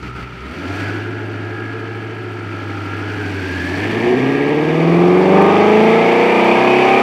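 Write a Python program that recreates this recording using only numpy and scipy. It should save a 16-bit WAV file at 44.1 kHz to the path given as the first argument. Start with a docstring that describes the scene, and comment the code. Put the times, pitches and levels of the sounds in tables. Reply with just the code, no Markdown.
"""Turbocharged V8 on a chassis dynamometer

In a workshop, with one microphone behind the tailpipes: idle, a light-throttle roll, a full-throttle pull.
The exhaust sums partials on multiples of the engine cycle, swelling through resonances of pipes and workshop.
The turbo whines as a comb of close lines gliding through two resonances, and whistles as a gliding narrow
band of noise. The tailpipe gas is coloured noise that puffs at each firing. A few faint ticks come late.
"""
import sys
import numpy as np
from scipy import signal
from scipy.fft import rfft, irfft, next_fast_len
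from scipy.io import wavfile

SR = 44100
rng = np.random.default_rng(int(sys.argv[2]) if len(sys.argv) > 2 else 0)


def wav_record(signal):
    """Record a signal, one row per channel, as 16-bit PCM in the file named by sys.argv[1]."""
    frames = np.transpose(np.atleast_2d(signal))
    bounded = np.clip(frames, -1, 1)
    # unit amplitude maps onto the largest positive 16-bit level
    quanta = np.round(bounded * 32767).astype(np.int16)
    wavfile.write(sys.argv[1], SR, quanta)


N = 309582
STEP = 8  # samples between points of the coarse grid
TIME = np.arange(N) / SR
COARSE = np.arange(N // STEP + 1) * STEP / SR  # s; the tonal layers need only a low sample rate
CRUISE_FIRINGS_PER_S = 99.7

# strength of the exhaust pulses, set by the throttle, before order levels and trims: time_s, effort_db
EFFORT = [(0.35, -46.5), (0.8, -39), (1.05, -42), (2.2, -45), (3.25, -41), (3.65, -39.0), (3.95, -34),
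          (4.12, -31), (4.45, -33.5), (4.95, -30), (5.45, -26), (6.15, -29.5), (7.02, -31)]
# way through light throttle (0), full throttle (1) and top revs (2): time_s, state
ENGINE_STATE = [(3.6, 0.39), (4.1, 1.11), (4.9, 1.09), (5.9, 1.35), (6.5, 2)]
# unsteadiness of combustion: time_s, roughness (share 0-1)
ROUGHNESS = [(0, 0.7), (.5, 0.9), (1.0, 0.45), (3.2, 0.37), (3.8, .45), (4.2, 0.36), (5.0, 0.18),
             (7.0, 0.37)]
# relative strength of each cylinder's puff, in firing order: strength_db
CYLINDER_DB = [0.28, -0.5, 0.58, -0.36, 0.87, -0.73, 0.23, -0.83]
CYLINDERS = len(CYLINDER_DB)


def from_db(db):
    """Decibels to gain."""
    return np.exp(np.asarray(db) * np.log(10) / 20)


def rms_one(x):
    """Scale to rms 1."""
    return x / np.sqrt(np.mean(np.abs(x) ** 2) + 1e-20)


def in_time(rows, t):
    """Each column of a curve at the times t."""
    s, *columns = np.transpose(rows)
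    return [np.interp(t, s, c) for c in columns]


def at_hz(points, hz):
    """Gain of a spectrum at the given frequencies, interpolated over log frequency."""
    f, db = np.transpose(points)
    return from_db(np.interp(np.log(hz + 1e-9), np.log(f), db))


def drift(corner_hz):
    """Complex noise on the coarse grid, low-passed by two equal poles at the corner, rms 1."""
    position = COARSE * corner_hz * 16  # 16 noise points per period of the corner
    pole = np.exp(-np.pi / 8)
    white = rng.standard_normal((2, 9000))
    slow = signal.lfilter([1], [1, -2 * pole, pole * pole], white[0] + 1j * white[1])
    slow = slow[50:]  # skip the filter's start
    return np.interp(position, np.arange(len(slow)), rms_one(slow))


def line(turns, rough, flutter_hz, scatter=1):
    """A partial fluttering by the share rough; its starting phase is scattered by up to scatter turns."""
    phase = (turns + scatter * rng.random()) % 1
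    angle = (2 * np.pi * phase).astype(np.float32)
    flutter = rough * drift(flutter_hz)
    partial = (1 + flutter.real) * np.cos(angle) + flutter.imag * np.sin(angle)
    return partial / np.sqrt(1 + rough ** 2)  # same mean power whatever the flutter


def coloured(x, spectrum, band):
    """Colour x, silent below half the spectrum's lowest frequency and above its highest; rms 1 in the band."""
    size = next_fast_len(N, real=True)
    hz = np.arange(size // 2 + 1) * SR / size
    audible = (hz > spectrum[0][0] / 2) * (hz < spectrum[-1][0])
    shaped = rfft(x, size) * at_hz(spectrum, hz) * audible
    in_band = shaped[(hz > band[0]) & (hz < band[1])]
    band_rms = np.sqrt(2 * np.sum(np.abs(in_band) ** 2)) / size
    return irfft(shaped, size)[:N] / band_rms


def crank(t):
    """Cycle rate in Hz and cycles completed; all eight cylinders fire once a cycle."""
    # engine speed, from idle through a light roll to the climb: time_s, firings_per_s
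    firing_rate = [(0, 62), (0.4, 60.5), (0.62, 88), (0.78, 100), (1.13, 107.8), (1.45, 104.7), (1.65, 109),
                   (1.9, 108.3), (2.1, 110.8), (2.5, 103.7), (2.85, 99.8), (3.17, 101.8), (3.65, 86.5),
                   (4.15, 126.3), (4.6, 152), (6, 227.6), (6.55, 255.8), (7.02, 275.8)]
    cycle_hz = in_time(firing_rate, t)[0] / CYLINDERS
    return cycle_hz, np.cumsum(cycle_hz) * (t[1] - t[0])


def pipe_gain(hz):
    """Resonances of pipes, silencers and workshop, added in power over an even floor."""
    # the resonances: centre_hz, width_hz, gain_db
    resonances = [(100.5, 48, -10), (131.6, 8.8, -4.5), (170.2, 25.0, 3), (192.7, 9.8, -1.8),
                  (218.4, 16, 2.5), (271.0, 63, 7), (297, 23, 6.5), (357.6, 56, 10), (438, 57, 10),
                  (479, 28, 7.5), (572.0, 39, 4), (669.0, 113, 4.5), (778.3, 23, 9), (833.0, 153, 4.5)]
    valley_db = -14.5  # what passes between the resonances
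    power = from_db(valley_db) ** 2
    for centre_hz, width_hz, gain_db in resonances:
        gain = from_db(gain_db) / (1 + (2 * (hz - centre_hz) / width_hz) ** 2)
        power = power + gain ** 2
    return np.sqrt(power)


def exhaust_note(note_rough=0.6, harmonic_rough=0.78, flutter_hz=9.0, note_db=0.85, burble_db=-0.5,
                 note_steadiness=0.45):
    """The firing note, its harmonics and the burble of unequal cylinders sweep through the pipe resonances."""
    # engine orders, before effort, pipes and trims:
    # order (multiple of the cycle rate), light_throttle_db, full_throttle_db, top_revs_db
    order_levels = [(4, -19, 2.5, 6.5), (6, -8, -2, 10), (7, 7, 3, 8.5), (8, 31, 17.0, 0.5),
                    (9, 6, 0.5, -2), (10, 3.5, -2.5, -10), (11, 1.5, -18, 8.5), (12, -5, 0.5, 2.5),
                    (13, -2.5, 1, 0.5), (14, -0.5, -2, 1.5), (15, -1, -5.5, 4.5), (16, -5, 10, 7.5),
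                    (17, -11, -3.5, 3), (18, -6, 0.5, 2.5), (19, -16, -15.5, 1.5), (20, -3, 0.5, 5.5),
                    (21, 4.5, -6, 5.5), (22, -3, -8, 0), (23, -4, -1, 6.5), (24, 5.5, 5.5, 6),
                    (25, -3, -3, -7.5), (26, -2.5, -1.5, -9.5), (27, 7, -4.5, 6), (28, -14, -3.5, -6.5),
                    (29, -12, -15.5, 12.5), (30, -12.0, -6.5, 9.5), (31, -2.5, -6.5, 10),
                    (32, -2.5, -0.5, 12)]
    surge_s, surge_half_width_s, surge_db, surge_note_db = 4.1, 0.056, 7.5, -10
    lug_octave_db, lug_note_db = 29.0, -4.5  # per octave of engine speed below cruising

    cycle_hz, cycles = crank(COARSE)
    effort_db, state, rough = (in_time(curve, COARSE)[0] for curve in (EFFORT, ENGINE_STATE, ROUGHNESS))
    # crossfade between neighbouring states
    shares = np.array([np.clip(1 - abs(state - k), 0, 1) for k in range(len(order_levels[0]) - 1)])
    # on light throttle the firing note follows the effort less than the burble does
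    mean_light_effort_db = np.average(effort_db, weights=shares[0])
    steady_db = note_steadiness * shares[0] * (mean_light_effort_db - effort_db)
    # as load comes on, the note's third harmonic briefly swells and the note itself dips
    surge = np.exp(-((COARSE - surge_s) / surge_half_width_s) ** 2)
    # below cruising speed the note's octave grows while the note thins
    lug_octaves = np.maximum(np.log2(CRUISE_FIRINGS_PER_S / (cycle_hz * CYLINDERS)), 0)
    harmonic_db = {2: lug_octave_db * lug_octaves, 3: surge_db * surge}

    out = 0
    for order, *state_db in order_levels:
        order = round(order)
        gain = from_db(effort_db + np.dot(state_db, shares)) * pipe_gain(order * cycle_hz)
        turns = order * cycles
        if order == CYLINDERS:
            level_db = note_db + steady_db + surge_note_db * surge + lug_note_db * lug_octaves
            partial = line(turns, note_rough * rough ** 2, flutter_hz)
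        elif order % CYLINDERS == 0:
            level_db = harmonic_db.get(order // CYLINDERS, 0)
            partial = line(turns, harmonic_rough * rough, flutter_hz)
        else:
            # pipes and walls delay each order differently, which smears the beat over the whole cycle
            lag_turns = order ** 2 / (2 * CYLINDERS + 1)
            level_db = burble_db
            partial = line(turns - lag_turns, rough, flutter_hz, scatter=0.34)
        out = out + gain * from_db(level_db) * partial
    return out


def exhaust_bark(bark_db=-8.0, scatter_db=4.5, rough_hz=420, flutter_hz=10.0, howl_centre=76.0,
                 howl_width=12.0):
    """Steep pulse fronts give a comb of high orders, louder with effort and revs, rougher the higher they lie."""
    # colour of the high orders: frequency_hz, gain_db
    bark_colour = [(230, 2), (350, 12), (450, 3.5), (520, -5.5), (780, -2), (1020, -10.5), (1230, -8),
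                   (1420, -21.5), (1700, -16.5), (1900, -29.5), (2300, -12), (2750, -13)]
    # lift of a cluster of orders that climbs with the engine: time_s, lift_db
    howl = [(4.6, -3), (5.5, 5.5), (7.0, 1.5)]
    steepening_db = 9.5  # per octave of engine speed, zero at cruising

    cycle_hz, cycles = crank(COARSE)
    rough = in_time(ROUGHNESS, COARSE)[0]
    howl_db = in_time(howl, COARSE)[0]
    out = 0
    for order in range(33, 80):
        hz = order * cycle_hz
        lift_db = howl_db * np.exp(-((order - howl_centre) / howl_width) ** 2)
        # each order swells and sinks slowly by chance; the root of two gives the real part rms 1
        swell_db = scatter_db * drift(1.5).real * np.sqrt(2)
        gain = at_hz(bark_colour, hz) * from_db(lift_db + swell_db)
        out = out + gain * line(order * cycles, rough * hz / rough_hz, flutter_hz)
    octaves = np.log2(cycle_hz * CYLINDERS / CRUISE_FIRINGS_PER_S)
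    return out * from_db(in_time(EFFORT, COARSE)[0] + steepening_db * octaves + bark_db)


def turbo_whine(whine_trim_db=1.0, rough=0.44, flutter_hz=6.0):
    """Turbo whine: a comb of closely spaced lines gliding through two resonances."""
    # spacing of the comb's lines: time_s, spacing_hz
    line_spacing = [(0, 49.87), (1.05, 54.53), (1.7, 52.5), (2.4, 48.96), (2.8, 49.43), (3.7, 58.2),
                    (4.4, 60.4), (4.9, 59)]
    # whine in the two resonances, before trim: time_s, low_db, high_db
    whine = [(0, -47.5, -65), (.5, -40, -49), (.82, -37, -35), (1.15, -42, -39.5), (1.6, -38, -35.5),
             (2.4, -40.5, -43.5), (2.95, -35.5, -36.5), (3.6, -53, -36.5), (4.7, -60, -34), (5.2, -60, -53)]
    # the two resonances, low then high: centre_hz, width_hz
    whine_resonances = [(1340, 220), (1650, 133)]

    spacing_hz = in_time(line_spacing, COARSE)[0]
    turns = np.cumsum(spacing_hz) * STEP / SR
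    multiples = np.arange(21, 36)
    out = 0
    for (centre_hz, width_hz), level_db in zip(whine_resonances, in_time(whine, COARSE)):
        offset = 2 * (multiples[:, None] * spacing_hz - centre_hz) / width_hz
        gains = 1 / (1 + offset ** 4)
        comb = sum(g * line(k * turns, rough, flutter_hz) for k, g in zip(multiples, gains))
        out = out + rms_one(comb) * from_db(level_db + whine_trim_db)
    return out


def turbo_whistle(corner_hz=76.0):
    """Breathy whistle of the spooling turbo: slow noise shifted up to a gliding pitch."""
    # the whistle: time_s, pitch_hz, level_db
    whistle = [(.55, 1330, -41), (.88, 1488, -31.5), (1.7, 1410, -53), (2.6, 1323, -42), (2.85, 1354, -38),
               (3.6, 1681, -29.5), (4.3, 1880, -32), (5.6, 1950, -52)]
    pitch_hz, level_db = in_time(whistle, COARSE)
    turns = np.cumsum(pitch_hz) * STEP / SR
    rush = drift(corner_hz) * np.exp(2j * np.pi * turns)
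    return rms_one(rush.real) * from_db(level_db)


def puffs(depth_db, scatter_db):
    """Noise that swells at each firing, its strength varying by cylinder and by chance."""
    firings = crank(TIME)[1] * CYLINDERS
    index = firings.astype(int)
    chance_db = scatter_db * rng.standard_normal(N)[index]
    strength_db = np.take(CYLINDER_DB, index, mode="wrap") + chance_db
    swell_db = depth_db * np.cos(2 * np.pi * firings)
    return rng.standard_normal(N) * from_db(strength_db + swell_db)


def gas_noise(light_db=0.6, loaded_db=-0.84, hiss_db=-0.2, fizz_db=-13.0):
    """Turbulent gas leaves the tailpipes: a rasp that changes colour with load, under hiss and fizz."""
    # gas levels before the trims above: time_s, rasp_db, hiss_db
    gas_levels = [(0, -43.5, -54.5), (.2, -43, -56.5), (.45, -39.5, -52), (.81, -33, -43.5),
                  (1.1, -38.5, -53), (2.3, -39.5, -54), (3.7, -32, -42), (3.86, -27, -42.5),
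                  (4.5, -28.5, -46.5), (5.2, -28, -44), (5.55, -23.5, -42), (6.4, -21.5, -40),
                  (7.02, -21, -39)]
    # rasp colour on light throttle: frequency_hz, gain_db
    rasp_light = [(40, -35), (65, 1), (130, 4), (190, -0.5), (400, 4), (550, -8.5), (680, -5.5), (900, 1),
                  (1120, -7), (1350, 2), (1700, 1), (2000, 0), (2600, -2), (3150, -5), (3600, -20.5),
                  (4500, -19)]
    # rasp colour under load: frequency_hz, gain_db
    rasp_loaded = [(40, -25.5), (120, -5.5), (400, -3), (900, 0), (1250, -1.5), (1480, -7.5), (1750, -2.5),
                   (2300, 5), (2650, -1.5), (3100, -7), (3600, -11), (4600, -38)]
    # hiss colour: frequency_hz, gain_db
    hiss_colour = [(2800, -16), (3400, 0), (3950, -3.5), (4500, 2), (5200, -5.5), (5800, -5), (6500, -11.5),
                   (7500, -14.5), (9500, -34), (12000, -51)]
    # fizz colour: frequency_hz, gain_db
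    fizz_colour = [(6200, -27.5), (7500, -2), (8400, 0), (10000, -5), (11500, -5), (13000, -9),
                   (15000, -13.5), (15800, -13)]
    rasp_band, hiss_band, fizz_band = (1900, 3500), (4000, 7000), (8000, 15000)  # Hz, where rms is set
    light_load = 0.29  # power share of the loaded rasp at state 0

    rasp_level_db, hiss_level_db = in_time(gas_levels, TIME)
    load = np.clip(in_time(ENGINE_STATE, TIME)[0], 0, 1)
    load = light_load + (1 - light_load) * load
    light = coloured(puffs(depth_db=-0.5, scatter_db=0.5), rasp_light, rasp_band) * from_db(light_db)
    loaded = coloured(puffs(depth_db=2.5, scatter_db=0.87), rasp_loaded, rasp_band) * from_db(loaded_db)
    hiss = coloured(puffs(depth_db=0.6, scatter_db=0.97), hiss_colour, hiss_band) * from_db(hiss_db)
    fizz = coloured(puffs(depth_db=1.0, scatter_db=1.5), fizz_colour, fizz_band) * from_db(fizz_db)
    # equal-power crossfade of the two rasps
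    rasp = np.sqrt(np.clip(1 - load, 0, 1)) * light + np.sqrt(np.clip(load, 0, 1)) * loaded
    return from_db(rasp_level_db) * rasp + from_db(hiss_level_db) * (hiss + fizz)


def chug(t):
    """Level swell of the chugging idle in dB: quick attack, hold, slower release."""
    # chugs before the throttle opens: start_s, length_s (attack and hold), swell_db
    chugs = [(0.023, 0.063, 5.5), (.149, .084, 5.5)]
    attack_s, release_s = 0.006, 0.028
    swell_db = 0
    for start_s, length_s, peak_db in chugs:
        rise = (t - start_s) / attack_s
        fall = 1 - (t - start_s - length_s) / release_s
        swell_db = swell_db + peak_db * np.clip(np.minimum(rise, fall), 0, 1)
    return swell_db


def ticks():
    """Faint sharp ticks: decaying bursts of noise, thinned below the treble."""
    # ticks, level before the high-pass: start_s, peak_db
    tick_rows = [(5.423, -28), (5.463, -30), (5.839, -36), (6.445, -29)]
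    decay_s, low_cut_hz = 0.0017, 4000
    envelope = 0
    for start_s, peak_db in tick_rows:
        decay = np.exp(-np.abs(TIME - start_s) / decay_s)
        envelope = envelope + from_db(peak_db) * (TIME >= start_s) * decay
    bright = signal.butter(1, low_cut_hz, "high", fs=SR, output="sos")
    # the tiny offset keeps the filter's input from being exactly zero
    return signal.sosfilt(bright, envelope * rng.uniform(-0.88, 1, N) + 1e-18)


def scene():
    """Exhaust tones, turbo, gas noise and ticks at one microphone."""
    tones = exhaust_note() + exhaust_bark() + turbo_whine() + turbo_whistle()
    tones = signal.resample_poly(tones, STEP, 1, window=("kaiser", 11))[:N]
    engine = (tones + gas_noise()) * from_db(chug(TIME))
    return (engine + ticks())[None]


def record(dry):
    """The recorder flattens any peak beyond full scale, and a steep low-pass cuts the top."""
    clipped = np.clip(dry, -1, 1)
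    cutoff_hz = 15800
    low_pass = signal.ellip(10, .1, 80, cutoff_hz, fs=SR, output="sos")
    return signal.sosfilt(low_pass, clipped)


dry = scene()
out = record(dry)
wav_record(out)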